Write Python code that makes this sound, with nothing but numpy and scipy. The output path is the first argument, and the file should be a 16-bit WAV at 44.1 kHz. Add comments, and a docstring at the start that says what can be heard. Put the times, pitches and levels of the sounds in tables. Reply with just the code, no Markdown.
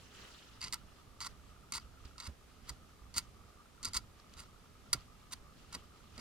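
"""Over a faint room hum and a small motor's distant purr, fingers rustle and a wrist thumps the bench.
From 0.6 s a hobby knife shaves flash off a small plastic part in fifteen short strokes, heard close up.
Each stroke is a spray of tiny random slips with a few sharp nicks, ringing the modes of blade and part,
and the bench mirrors it about a millisecond late. Between and during strokes come more rustles and thumps.
A very hard pair of nicks opens the stroke at 4.93 s; the last stroke runs up to the end."""
import sys
import numpy as np
from scipy import signal
from scipy.fft import rfft, irfft, next_fast_len
from scipy.io import wavfile
from scipy.ndimage import uniform_filter1d

SR = 44100
rng = np.random.default_rng(int(sys.argv[2]) if len(sys.argv) > 2 else 0)


def put_to_file(sound):
    """Save the sound as 16-bit audio at rate SR, in the file named by the first command-line argument."""
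    columns = np.atleast_2d(sound).T  # one column per channel
    safe = np.clip(columns, -1, 1)
    whole_steps = np.round(safe * 32767)
    wavfile.write(sys.argv[1], SR, whole_steps.astype(np.int16))


def nominal_scale(level):
    """Amplitude ratio for a level in decibels (scalar or array-like)."""
    x = np.asarray(level, float) / 20
    return 10 ** x


N = 273552

# Effort on the blade, one short curve a stroke. Each point: time in seconds, scraping drive in dB.
STROKES = [
    [(0.606, -56), (0.613, -43), (0.641, -37), (0.652, -45), (0.664, -44), (0.684, -49), (0.689, -62)],
    [(0.725, -37), (0.742, -34), (0.747, -46), (0.768, -62)],
    [(1.204, -41), (1.222, -39), (1.243, -43), (1.27, -39.5), (1.28, -60)],
    [(1.723, -37), (1.731, -45), (1.741, -35), (1.781, -41), (1.787, -58)],
    [(2.048, -56), (2.056, -50), (2.068, -68)],
    [(2.18, -51), (2.199, -53), (2.203, -38), (2.215, -50), (2.25, -50), (2.275, -44), (2.28, -60)],
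    [(2.67, -55), (2.683, -53), (2.692, -35), (2.701, -40), (2.707, -57)],
    [(3.14, -48), (3.156, -48), (3.166, -34.5), (3.183, -31.5), (3.194, -43), (3.21, -56)],
    [(3.829, -41), (3.842, -47), (3.853, -35), (3.861, -42), (3.874, -42), (3.895, -52), (3.9, -62)],
    [(3.932, -45), (3.939, -42), (3.946, -33), (3.962, -36), (3.972, -27.5), (3.982, -44), (3.995, -59)],
    [(4.368, -55), (4.401, -46), (4.412, -55), (4.437, -60)],
    [(4.93, -27), (4.937, -25), (4.943, -37), (4.948, -51), (4.978, -62)],
    [(5.309, -55), (5.323, -42), (5.336, -37), (5.342, -58)],
    [(5.724, -49), (5.736, -46), (5.752, -38), (5.758, -54), (5.772, -62)],
    [(6.177, -49), (6.188, -53), (6.2, -42)],
]
# How each stroke is held. Each row: brightness in dB per octave, low ring, blade ring and part ring in dB.
GRIPS = [(-3.5, 1, -2, 5), (5, 9, -3, 1), (2, 7, 0, -0.5), (3, 5, -1, 0), (-6, -2, -2, 0), (3, 5, -2.5, 1),
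         (5, 6, -1, 1), (8, 1, 0, 1.5), (0, 1.5, 0, -1), (6.5, 3.5, 1, -1), (6, 5, -4, 2),
         (6.5, 2.5, -2.5, 1.5), (7.5, 6, -5, 2.5), (4, 5, -4, 2), (-1, 2, -2, 3)]


def amp_pair(db, pan_db):
    """Gains for left and right; pan_db is left against right."""
    return nominal_scale(db + np.multiply.outer([.5, -.5], pan_db))


def evened(x):
    """Scales to rms 1."""
    return x / np.sqrt(np.mean(x ** 2) + 1e-20)


def read(points, hz):
    """Reads a curve over frequency, straight between points on a log-frequency axis."""
    f, value = np.transpose(points)
    return np.interp(np.log(hz + 1), np.log(f + 1), value)


def resonate(x, hz, width_hz):
    """A two-pole resonance of gain 1 at its peak."""
    return signal.lfilter(*signal.iirpeak(hz, hz / width_hz, SR), x)


def delayed(x, ms):
    """Delays by any fraction of a sample: one value, or a table over frequency."""
    size = next_fast_len(N + 512)
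    hz = np.fft.rfftfreq(size, 1 / SR)
    ms = read(ms, hz) if np.ndim(ms) else ms
    turned = rfft(x, size) * np.exp(-2j * np.pi * hz * ms / 1000)
    return irfft(turned, size)[..., :N]


def noise(spectrum, patchy_db, size):
    """Stereo noise of rms 1 from random short-time spectra with drifting louder and softer patches."""
    # Left-right likeness. Each row: frequency in Hz, likeness from 0 to 1.
    likeness = [(30, 0.7), (100, 0.75), (300, 0.64), (1000, 0.29), (3000, 0.27), (8000, 0.04)]
    # Stereo balance. Each row: frequency in Hz, left against right in dB.
    lean = [(30, -9), (100, -1), (400, -1.5), (8000, -0.5)]
    frames, hz = N // (size // 4) + 5, np.fft.rfftfreq(size, 1 / SR)
    a, b, c, d, patches = rng.standard_normal((frames, len(hz), 5)).T
    patches = uniform_filter1d(patches, size=10, axis=0)
    patches = evened(uniform_filter1d(patches, size=10, axis=1))
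    same = np.clip(read(likeness, hz), -1, 1)[:, None]
    left, other = a + 1j * b, c + 1j * d
    z = np.array([left, same * left + np.sqrt(1 - same ** 2) * other])
    z *= amp_pair(read(spectrum, hz), read(lean, hz))[:, :, None]
    z *= nominal_scale(patchy_db * patches)
    return evened(signal.istft(z, nperseg=size, noverlap=size - size // 4)[1][:, :N])


def knife():
    """Slips under each stroke and single nicks ring the same body; grip and effort shade its modes."""
    gain, shading = strokes()
    chatter_db = 1.2 * evened(resonate(rng.standard_normal(N), 260, 160))  # the edge judders along the seam
    scrape = gain * nominal_scale(chatter_db) * slips(5000, 2.4)
    drive = scrape + nicks(shading)
    # Fine shavings scatter as a high fizz
    fizz_gain = gain * nominal_scale(shading[0] + chatter_db - 22)
    fizz = fizz_gain * resonate(rng.standard_normal((2, N)), 12000, 7000)
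    return blade_and_part(drive, shading) + fizz


def strokes():
    """Scraping gain over time, and how effort, grip and the sinking edge colour the ring."""
    bright_db_per_db, low_db_per_db = 0.4, -0.3  # more effort is brighter; a light touch keeps more low ring
    sink_db, sharpen_db = 4, 5  # low ring and brightness grow over a stroke as the edge sinks in
    t, gain = np.arange(N) / SR, np.zeros(N)
    shading = np.zeros((4, N))
    bright_db, low_db, blade_db, part_db = shading
    for rows, (bright, low, blade, part) in zip(STROKES, GRIPS):
        s, db = np.transpose(rows)
        on = slice(round(s[0] * SR) - SR // 50, round(s[-1] * SR))  # the colour is set 20 ms ahead
        effort_db = np.interp(t[on], s, db)
        gain[on] = nominal_scale(effort_db) * (t[on] > s[0])
        below_peak_db = effort_db - db.max()
        sink = np.interp(t[on], s[[0, -1]], [-.5, .5])
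        bright_db[on] = bright + bright_db_per_db * below_peak_db + sharpen_db * sink
        low_db[on] = low + low_db_per_db * below_peak_db + sink_db * sink
        blade_db[on], part_db[on] = blade, part
    return gain, shading


def slips(per_s, spread_db):
    """Random stick-slip clicks, a few of them large, at rms 1."""
    size = nominal_scale(spread_db * np.minimum(rng.exponential(1, N), 4)) * rng.standard_normal(N)
    return evened(size * (rng.random(N) < per_s / SR))


def nicks(shading):
    """The blade catches and snaps free: a click, then splinters for 3 ms; each sets its own colour."""
    # Each row: time in seconds, drive in dB, brightness in dB per octave.
    snaps = [(0.608, -42, 0), (0.6143, -32, 0.5), (0.6265, -31, -4), (0.64, -28, -2), (0.6452, -31, -1.5),
             (0.6713, -36, -6), (0.6816, -33, -4), (0.7252, -23.5, 2), (0.7415, -24.5, 9), (1.2042, -31, 2),
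             (1.2133, -33, -2), (1.2242, -33, -4), (1.7219, -20, 2), (1.7368, -31, 0), (1.7427, -28, -1),
             (1.7575, -31, 5), (1.798, -46, -3), (2.05, -43, -10), (2.054, -44, -8), (2.1805, -39, 2),
             (2.2005, -31, 0), (2.2443, -39, -1), (2.272, -39, 7), (2.6929, -29, 2), (3.1406, -39, 0),
             (3.1752, -28, 7), (3.182, -29, 9), (3.8296, -31, 0), (3.834, -32, 0), (3.8385, -33, -4),
             (3.8477, -26, 5), (3.853, -20.5, 4), (3.884, -36.5, 5), (3.9335, -30, 4), (3.9441, -26, 2),
             (3.9685, -21, 2), (4.1985, -48, -10), (4.294, -50, -4), (4.3373, -41.5, 3), (4.3926, -39, -2),
             (4.9297, -16.5, 6), (4.9338, -19, 7), (5.0069, -47.5, -8), (5.3292, -31, 1.5),
             (5.3352, -29, -2), (5.7267, -40.5, 6), (5.7495, -30, 0), (6.1784, -35, -2)]
    low_offset_db, scatter_db = -5, 2  # low ring against its stroke's grip, and its chance spread
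    out = np.zeros(N)
    low_scatter_db = scatter_db * rng.standard_normal(len(snaps))
    crack = rng.standard_normal((len(snaps), 128))
    crack[:, 0] = 2.6  # the snap itself
    fade = nominal_scale(-60 * np.arange(128) / SR / .011)
    crack *= fade
    crack *= np.linalg.norm(fade) / np.linalg.norm(crack, axis=1, keepdims=True)
    # A nick takes the grip of its stroke up to 0.1 s after the stroke ends, then that of the next
    grip_at = np.searchsorted([rows[-1][0] + .1 for rows in STROKES], [row[0] for row in snaps])
    for (s, db, bright), burst, scatter, k in zip(snaps, crack, low_scatter_db, grip_at):
        on = slice(round(s * SR), round(s * SR) + 128)
        out[on] += nominal_scale(db) * burst
        shading[0, on] = bright
        shading[1, on] = GRIPS[k][1] + low_offset_db + scatter
    return out


def blade_and_part(drive, shading):
    """The ringing modes of blade and part, each driven by the cut with its own moving gain."""
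    # Each row: frequency in Hz, width in Hz, level in dB, left against right in dB.
    modes = [(239.4, 36, -19, 0.5), (434, 30, -25.5, -2), (855, 126, -20, -3), (1028, 240, -12.5, -1.5),
             (1384, 73, -4, -2.5), (1945, 113, -12, -2.5), (2237, 67, -11, -7.5), (2600, 1650, -21.5, -6.5),
             (2734, 410, -12, -9), (3416, 390, -13.5, -4.5), (4103, 665, -3.5, -1), (4390, 510, -0.5, 1),
             (4700, 206, 3.5, -1.5), (5010, 265, -4.5, -0.5), (5590, 166, -9.5, -11), (6406, 350, -9, 3),
             (7500, 410, -12, -6), (8635, 194, -10, -4.5), (9400, 480, -13.5, 2.5),
             (11500, 4500, -25.5, -4), (14500, 830, -27.5, -2.5)]
    bright_db, low_db, blade_db, part_db = shading
    out, power = 0, 0
    for k, (hz, width_hz, db, pan) in enumerate(modes):
        if hz <= 700:
            tilt_db = 4  # the cut pushes a dull thud into the hand
        else:
            if hz > 4500:
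                tilt_db = bright_db * min(np.log2(hz / 4500), 1.25)
            else:
                tilt_db = low_db * min(np.log2(4500 / hz) / 2, 1)  # in full from two octaves down
            tilt_db = tilt_db + blade_db * (4200 < hz < 5200) + part_db * (1700 < hz < 3300)
        ring = resonate(drive * nominal_scale(tilt_db), hz, width_hz)
        out += (-1) ** k * amp_pair(db, pan)[:, None] * ring  # neighbours in opposite polarity
        power += nominal_scale(db) ** 2 * width_hz * np.pi / SR
    return out / np.sqrt(power)


def room(x, t60=0.069):
    """A short scattered tail (t60 in s), other taps for each side."""
    t = np.arange(SR // 4) / SR
    tail = rng.standard_normal((2, len(t))) * nominal_scale(-60 * t / t60) * (t > .0015)
    return signal.fftconvolve(x, tail / np.linalg.norm(tail[0]), axes=1)[:, :N]


def thumps():
    """Hands knock the bench: a low ring swells in a few ms and dies fast, with a duller knock of wood on top."""
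    # Each row: start in seconds, level in dB, pitch in Hz, 60 dB decay in seconds (20 ms at least).
    knocks = [(0.33, -55, 68.6, 0.16), (0.638, -56, 148, 0.093), (0.8, -55, 60, 0.25),
              (1.749, -52.5, 67.3, 0.09), (1.844, -48, 52.3, 0.078), (2.053, -43.5, 70.0, 0.034),
              (2.277, -39.5, 69.6, 0.13), (2.702, -42, 59.2, 0.13), (3.015, -50.5, 58, 0.2),
              (3.162, -53, 220, 0.07), (3.168, -42, 74.4, 0.047), (3.87, -51.5, 92, 0.26),
              (3.958, -41.5, 54.4, 0.088), (4.943, -46, 126, 0.091), (4.945, -50, 250, 0.07),
              (4.97, -53, 54.4, 0.15), (5.4, -54, 55, 0.25), (5.745, -50, 260, 0.08),
              (5.749, -50, 75, 0.15), (6.119, -54, 67.3, 0.1), (6.178, -52, 240, 0.08)]
    knock_db, knock_db_per_octave = -16, 8  # wood against the low ring at 65 Hz; higher thumps knock more
    t, out = np.arange(SR // 2) / SR, np.zeros(N + SR)
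    wood = resonate(rng.standard_normal((len(knocks), len(t))), 175, 158)
    for (s, db, hz, t60), grain in zip(knocks, wood):
        swell = nominal_scale(-60 * t / max(t60, .02)) * (1 - np.exp(-t / 0.0048))
        wood_gain = nominal_scale(knock_db + knock_db_per_octave * np.log2(hz / 65))
        ring = np.sin(2 * np.pi * hz * t) + wood_gain * evened(grain)
        out[round(s * SR):][:len(t)] += nominal_scale(db) * swell / swell.max() * ring
    return amp_pair(0, -4.5)[:, None] * out[:N]


def rustle():
    """Soft skin friction: each shift of the fingers and each slide after a stroke swells and fades."""
    # Colour of the friction. Each row: frequency in Hz, density in dB per Hz.
    rub = [(150, -28), (310, 2.5), (420, -6.5), (600, -10.5), (1700, -2.5), (2300, -7), (2900, 0.5),
           (3600, -4.5), (5000, -6), (7000, -10), (9000, -18), (16000, -29)]
    # Fingers shift their hold. 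Each row: loudest at in seconds, level in dB, rise and fall in seconds per 20 dB.
    shifts = [(0.001, -59, 0.1, 0.2), (0.15, -59, 0.08, 0.3), (0.25, -56, 0.3, 0.4),
              (0.36, -61.5, 0.3, 0.4), (0.55, -67, 0.3, 0.4), (1.0, -67, 0.3, 0.05), (1.31, -64, 0.1, 0.05),
              (1.81, -66, 0.1, 0.1), (3.23, -64, 0.1, 0.06), (4.425, -63, 0.3, 0.05),
              (1.51, -69, 0.2, 0.08), (2.03, -74, 0.2, 0.15), (2.49, -71, 0.1, 0.3),
              (2.66, -66, 0.07, 0.15), (2.92, -72, 0.25, 0.08), (3.5, -70, 0.1, 0.04),
              (4.2, -64, 0.04, 0.03), (4.65, -73, 0.15, 0.15), (4.86, -71, 0.2, 0.2),
              (5.22, -70, 0.3, 0.07), (5.02, -65, 0.2, 0.08), (5.59, -65, 0.08, 0.2), (5.71, -66, 0.2, 0.3),
              (5.85, -68, 0.2, 0.05), (5.96, -68, 0.06, 0.6), (6.16, -63, 0.1, 0.2)]
    # The thumb slides on, loudest 15 ms after each stroke
    slides = [(rows[-1][0] + 0.015, -65, 0.15, 0.07) for rows in STROKES]
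    t, power = np.arange(N) / SR, nominal_scale(-84) ** 2  # hands at rest
    for s, db, rise, fall in shifts + slides:
        power = power + nominal_scale(db - 20 * np.maximum((s - t) / rise, (t - s) / fall)) ** 2
    return np.sqrt(power) * noise(rub, 2.55, size=256)


def motor():
    """A small distant motor: uneven soft pulses, each ringing one part of its housing for a few ms."""
    # One row: typical pulses per second, list of housing modes in Hz, their width in Hz, level in dB.
    purr = (60, [1197, 1233, 1268, 1357], 135, -69.5)
    per_s, housing, width_hz, db = purr
    wander_db = 3.5 * evened(uniform_filter1d(rng.standard_normal(N), size=1500))
    turns = np.cumsum(per_s / SR * nominal_scale(wander_db))
    pulses = np.diff(np.floor(turns), prepend=0) * rng.uniform(0.16, 2.5, N)
    part = rng.integers(0, len(housing), N)
    blips = 0
    for k, hz in enumerate(housing):
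        blips = blips + resonate(resonate(pulses * (part == k), hz, width_hz), hz, width_hz)
    return nominal_scale(db) * evened(np.array([blips, delayed(blips, 0.14)]))  # right side later


def room_tone():
    """Steady hiss, narrow bands of fan-like whirr, and a low rumble that sways and drifts."""
    # Hiss. Each row: frequency in Hz, density in dB per Hz.
    air = [(120, -29), (200, -4), (400, -6), (900, -8.5), (1300, -9.5), (1700, -13), (2600, -14.5),
           (4800, -16.5), (10500, -22.5), (14900, -27.5), (16000, -44)]
    hiss = nominal_scale(-65) * noise(air, 0.47, size=2048)
    return hiss + whirr() + rumble()


def whirr():
    """Noise through doubled narrow resonances, with some of each side crossing to the other."""
    # Each row: frequency in Hz, width in Hz, level in dB before the crossing.
    fan = [(412.6, 51, -77.5), (253.3, 36, -77)]
    bands = 0
    for hz, width_hz, db in fan:
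        hum = resonate(rng.standard_normal((2, N)), hz, width_hz)
        bands = bands + nominal_scale(db) * evened(resonate(hum, hz, width_hz))
    return bands + 0.21 * bands[::-1]


def rumble():
    """Low noise that swells as the arms move, at the outset and around each stroke's end, and drifts."""
    # Each row: frequency in Hz, density in dB per Hz.
    low = [(15, -24.5), (24, -2), (32, -8.5), (50, 1.5), (100, -6), (200, -10.5), (350, -24.5),
           (600, -30.5), (20000, -97)]
    rest_db, sway_db, sway_s, drift_db = -64.5, 7, 0.25, 0.6
    t = np.arange(N) / SR
    moves = [0] + [rows[-1][0] for rows in STROKES]
    sway = np.max([np.exp(-abs(t - s) / sway_s) for s in moves], axis=0)
    drift = uniform_filter1d(rng.standard_normal(N), size=9000)
    drift = evened(uniform_filter1d(drift, size=9000))
    return nominal_scale(rest_db + sway_db * sway + drift_db * drift) * noise(low, 1.4, size=2048)


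def scene():
    """The bench mirrors the knife about a millisecond late; the left microphone is a little further off."""
    # Knife, left after right. Each row: frequency in Hz, lag in ms.
    lag = [(1000, .01), (1900, 0.13), (2600, 0.021), (3300, 0.047), (4200, 0.021), (6900, 0.049),
           (8400, 0.027), (11000, 0.039), (15000, 0.019)]
    work = knife()
    left = delayed(work[0], lag) + nominal_scale(-12.5) * delayed(work[0], 1.08)
    right = work[1] + nominal_scale(-12.5) * delayed(work[1], 0.97)
    work = np.array([left, right])
    return work + nominal_scale(-17.5) * room(work) + thumps() + rustle() + motor() + room_tone()


def top_cut(x):
    """Nothing passes above the cut-off."""
    return signal.sosfilt(signal.butter(12, 16850, fs=SR, output="sos"), x)


def record(dry):
    """The finished mix as a small camera keeps it."""
    return top_cut(dry)


dry = scene()
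out = record(dry)
put_to_file(out)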